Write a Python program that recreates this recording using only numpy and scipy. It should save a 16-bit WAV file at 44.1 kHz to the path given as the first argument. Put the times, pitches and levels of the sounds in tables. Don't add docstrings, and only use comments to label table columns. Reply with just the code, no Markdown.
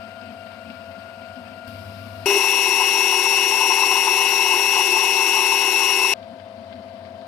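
import sys
import numpy as np
from scipy import signal
from scipy.fft import rfft, irfft, next_fast_len
from scipy.io import wavfile
from scipy.ndimage import uniform_filter1d

SR = 44100
rng = np.random.default_rng(int(sys.argv[2]) if len(sys.argv) > 2 else 0)


def generate_wav(sig):
    pcm = np.round(np.clip(np.atleast_2d(sig).T, -1, 1) * 32767).astype(np.int16)
    wavfile.write(sys.argv[1], SR, pcm)


N = 320607

FAST_S, DRILL_S = 2.2585, 6.1378
SHAFT_HZ, HUM_HZ, SPINDLE_HZ = 24.772, 100.0, 4.056


def gain_of(db):
    return 10 ** (np.asarray(db) / 20)


def read(points, hz):
    f, *columns = np.transpose(points)
    return [np.interp(np.log(hz + 1), np.log(f + 1), c) for c in columns]


def wander(t, rate_hz):
    knots_hz = rate_hz * 8
    knots = rng.standard_normal(int(t[-1] * knots_hz) + 20)
    knots = uniform_filter1d(knots, size=4) * 2
    return np.interp(t * knots_hz, np.arange(len(knots)), knots)


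def tone(t, hz, db, waver_db):
    level = gain_of(db + waver_db * wander(t - t[0], 6))
    return np.sqrt(2) * level * np.sin(2 * np.pi * hz * t)


def patchy(s, speed, patchy_db, lift):
    hz, at, z = signal.stft(rng.standard_normal((2, len(s))), SR, nperseg=256)
    patches = uniform_filter1d(rng.standard_normal(z.shape[1:]), size=8, axis=0)
    patches = uniform_filter1d(patches, size=6, axis=1)
    z *= gain_of(patchy_db * patches / patches.std())
    z *= lift(hz[:, None] / speed, s[0] + at)
    return signal.istft(z, nperseg=256)[1][:, :len(s)]


def heard(tones, noise, power, speed):
    # f/Hz, left minus right/dB, left lead/rad, likeness of the noise/0-1
    pair = [(60, 1, 0.44, 0.88), (100, 3.5, 0.27, 1), (196, 8, 0.24, 0.94), (450, 7, 1.03, 0.9),
            (700, 9, 0.66, 0.76), (1380, 15.5, -0.73, 0), (1990, 12, 1.94, 0.6), (3400, 14.5, 2, 0),
            (5400, 20, -0.053, 0.52), (7900, -4.5, 0, 0), (15000, 0, 0, 0.6)]
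    size = next_fast_len(len(tones))
    hz = np.fft.rfftfreq(size, speed / SR)
    pan_db, lead_rad, same = read(pair, hz)
    same = np.clip(same, 0, 1)
    a, b = rfft(noise, size) * np.sqrt(power(hz) * SR / 2 / speed)
    clean = rfft(tones, size)
    left = clean + a
    right = clean + same * a + np.sqrt(1 - same ** 2) * b
    right = right * np.exp(-1j * lead_rad)
    g = gain_of(pan_db)
    return irfft(np.array([g * left, right]) * 2 / (1 + g), size)[:, :len(tones)]


def chatter(s, t, speed, bend_hz, spindle_rad):
    # t/s, f/Hz, level/dB
    bar = [(0, 1403, -47), (.25, 1416, -48), (.5, 1407, -48), (1.0, 1417, -47), (1.25, 1421, -47.5),
           (1.5, 1403, -48.5), (1.75, 1414, -47.5), (2.0, 1408, -49), (2.26, 1416, -48.5), (2.6, 1410, -48),
           (3.3, 1408, -47.7), (3.67, 1407, -46.4), (4.02, 1411, -47.4), (4.37, 1408, -48.2),
           (5.08, 1410, -48.1), (5.78, 1407, -48.5), (6.14, 1403, -49)]
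    drift_hz, shake_hz, shake_db = 3, 6, 1.5
    falter_db, falter_hz = -10, -16
    when, hz, db = np.transpose(bar)
    falter = np.clip(wander(t, 18) - 1.2, 0, None)
    bend = bend_hz * np.cos(2 * np.pi * SPINDLE_HZ * t + spindle_rad)
    bend += drift_hz * wander(t, 1.5) + shake_hz * wander(t, 22)
    pitch_hz = speed * (np.interp(s, when, hz) + bend + falter_hz * falter)
    angle = 2 * np.pi * np.cumsum(pitch_hz) / SR
    level = gain_of(np.interp(s, when, db) + shake_db * wander(t, 22) + falter_db * falter)
    return np.sqrt(2) * level * (np.sin(angle) + gain_of(-13) * np.sin(2 * angle))


def motor(t, order, shaft_rad):
    # f/Hz, boring level/dB, drilling level/dB
    hums = [(HUM_HZ, -55.5, -56), (HUM_HZ + SHAFT_HZ, -65.5, -64.5), (2 * HUM_HZ, -58, -56.5),
            (4 * HUM_HZ, -70, -67.5), (59.5, -78.5, -77), (66.3, -75.5, -76), (150, -78.5, -76)]
    orders_nk = [(-1, -1), (0, -1), (1, -1), (-1, 0), (0, 0), (1, 0), (2, 0), (3, 0), (0, 1), (1, 1),
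                 (1, 2)]
    # boring level/dB, drilling level/dB, beat depth, beat sharpness/0-1, beat start/s
    whines = [(-65, -58, 0.046, 0.1, .1), (-55, -53, 0.02, 0, 0.08), (-66.5, -59, .05, 0, .1),
              (-66, -71, 0.043, .1, .1), (-49, -45, 0.031, 0, 0.064), (-44.5, -44, 0.12, 0.5, 0.76),
              (-56.5, -50, 0.063, 0, 0.24), (-52.5, -55.5, 0.52, 0, 0.012), (-64.5, -75, 0.62, 0.1, .01),
              (-67.5, -70, 0.05, .1, .01), (-72, -69, .1, .1, .1)]
    slot_hz = 644.97
    slip_hz = HUM_HZ - 4 * SHAFT_HZ
    out = sum(tone(t, row[0], row[order + 1], 1.0) for row in hums)
    shaft = 2 * np.pi * SHAFT_HZ * t - shaft_rad
    for (n, k), row in zip(orders_nk, whines):
        depth, sharpness, start_s = row[2:]
        slip = np.exp(2j * np.pi * slip_hz * (t - start_s))
        beat = 1 - 1j * depth * slip / (1 - np.clip(sharpness, 0, .9) * slip)
        angle = 2 * np.pi * (slot_hz + k * HUM_HZ) * t + n * shaft
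        angle += 1.263 * n * (n - 1)
        level = gain_of(row[order] + 1.12 * wander(t - t[0], 4))
        out += np.sqrt(2) * level * (beat * np.exp(1j * angle)).real
    return out


def casing(hz, spectrum, order):
    # f/Hz, full width at -6 dB/Hz, boring peak/dB per Hz, drilling peak/dB per Hz
    modes = [(85.3, 8, -75, -81), (189.7, 14.5, -71, -74), (92.6, 5.1, -64.5, -63),
             (224.8, 17.8, -63, -65.5), (255.6, 30.5, -65.5, -65.5), (369, 8.3, -76.5, -75),
             (514, 68, -76, -79), (678, 105, -75, -81), (870, 36, -81.5, -79), (970, 113, -80.5, -80.5),
             (1387, 210, -79, -96), (1607, 26, -78, -78), (2110, 34, -81.5, -81), (2352, 137, -79.5, -99),
             (2583, 30, -74.5, -91), (2792, 113, -77.5, -94), (3140, 66, -81.5, -84),
             (8540, 1800, -100, -112), (12400, 700, -100, -118)]
    power = gain_of(2 * read(spectrum, hz)[0])
    for mode in modes:
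        f, width = mode[:2]
        power = power + gain_of(2 * mode[order + 2]) / (1 + (2 * (hz - f) / width) ** 2) ** 2
    return power


def headstock(at, speed, lumps_db):
    # t/s, level/dB
    swells = [(0, -6), (.2, -4), (.32, 6), (.4, -6), (.6, -6), (.68, 11), (.76, -7), (1.13, 3), (1.29, -2),
              (1.4, 5), (1.72, -1), (1.86, 3), (2.25, -1.5), (4.4, 0), (6.13, -1), (6.31, 7), (6.46, -8),
              (6.59, 6), (6.68, -6), (6.75, 6), (6.9, -5), (6.97, 5), (7.27, -2)]
    lumps = wander(speed * (at - at[0]), 5.5)
    return gain_of(np.interp(at, *np.transpose(swells)) + lumps_db * lumps)


def cutting(at, clock, turn_db):
    # t/s, burst level over the hiss/dB
    chips = [(.1062, 6), (.2139, 6.5), (.4599, 4), (.5177, 2), (.7008, 8), (.9138, 6), (1.3583, 6),
             (6.2282, 5), (6.3978, 8.5), (6.726, 12), (6.755, 4), (6.8846, 4), (7.0524, 7), (7.213, 5)]
    turn = gain_of(turn_db * np.cos(2 * np.pi * SPINDLE_HZ * clock - .6))
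    snaps = sum(gain_of(2 * db) * (at > c - .001) * np.exp(-abs(at - c) / .005) for c, db in chips)
    return turn * np.sqrt(1 + snaps)


def lathe(s, t, speed, spectrum, order, turn_db, lumps_db, bar=0):
    def lift(hz, at):
        low = headstock(at, speed, lumps_db)
        high = cutting(at, np.interp(at, s, t), turn_db)
        high = np.where((hz > 1500) & (hz < 5600), high, 1)
        return np.where((hz > 150) & (hz < 310), low, high)

    shaft_rad = (2.1, 2.33)[order]
    tones = motor(t, order, shaft_rad) + bar
    noise = patchy(s, speed, 1.18, lift)
    return heard(tones, noise, lambda hz: casing(hz, spectrum, order), speed)


def neighbour(s, t, speed):
    # f/Hz, level/dB per Hz
    spectrum = [(20, -97), (60, -89), (85, -70), (115, -75), (150, -79), (230, -74), (400, -86),
                (1500, -97), (5000, -89), (6500, -106), (9000, -100), (13000, -97), (16000, -102)]
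    # f/Hz, level/dB
    hums = [(HUM_HZ, -45), (84, -57)]
    # start/s, stop/s
    run_s = (1.673, 2.382)
    start_s, stop_s = run_s
    on = np.clip((s - start_s) / 0.0032, 0, 1) * np.clip((stop_s - s) / 0.0044, 0, 1)
    puff = 1 + 2.2 * np.exp(-abs(s - start_s) / .012)
    swell = np.clip((s - start_s) / 0.36, 0, 1) * (s < FAST_S)
    whine = swell * tone(t, hz=1157, db=-63, waver_db=1.1)
    tones = on * (sum(tone(t, *row, 0.56) for row in hums) + whine)
    hiss = on * puff * rng.standard_normal((2, len(s)))
    return heard(tones, hiss, lambda hz: gain_of(2 * read(spectrum, hz)[0]), speed)


def scene():
    # f/Hz, level/dB per Hz
    boring = [(20, -106), (55, -96.5), (78, -85), (145, -91.5), (320, -85.5), (590, -85), (800, -84.5),
              (1100, -83.5), (2000, -86.5), (3400, -91.5), (4800, -90), (6200, -105), (11000, -108),
              (15000, -113)]
    # f/Hz, level/dB per Hz
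    drilling = [(20, -106), (55, -98), (78, -90), (145, -93), (320, -83), (590, -84), (800, -83),
                (1100, -83), (1500, -86.5), (3500, -93), (4700, -93), (6300, -108), (10000, -110),
                (15000, -118)]
    # bend/Hz, spindle angle at clock zero/rad
    runout = [(9.3, -3.05), (6.2, 2.73)]
    speed, fast_db, drill_clock_s = 3.979, 20.5, 6.9
    slow, fast, drill = np.split(np.arange(N) / SR, [round(FAST_S * SR), round(DRILL_S * SR)])

    bar = chatter(slow, slow, 1, *runout[0])
    first = lathe(slow, slow, 0.99, boring, order=0, turn_db=1.0, lumps_db=0.2, bar=bar)
    first += neighbour(slow, slow, 1)

    t = FAST_S + speed * (fast - FAST_S)
    bar = chatter(fast, t, speed, *runout[1])
    second = lathe(fast, t, speed, boring, order=0, turn_db=1.15, lumps_db=2.5, bar=bar)
    second += neighbour(fast, t, speed)

    last = lathe(drill, drill - drill_clock_s, 0.98, drilling, order=1, turn_db=-0.1, lumps_db=1.3)
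    return np.hstack([first, gain_of(fast_db) * second, last])


def record(dry):
    hz = np.linspace(0, SR / 2, 65)
    droop_db = -3.0 * np.clip(hz - 13000, 0, None) / 1000
    droop = signal.firwin2(129, hz, gain_of(droop_db), fs=SR)
    edge = signal.firwin(511, 15800, window=("kaiser", 9), fs=SR)
    return signal.oaconvolve(dry, np.convolve(droop, edge)[None], "same")


dry = scene()
out = record(dry)
generate_wav(out)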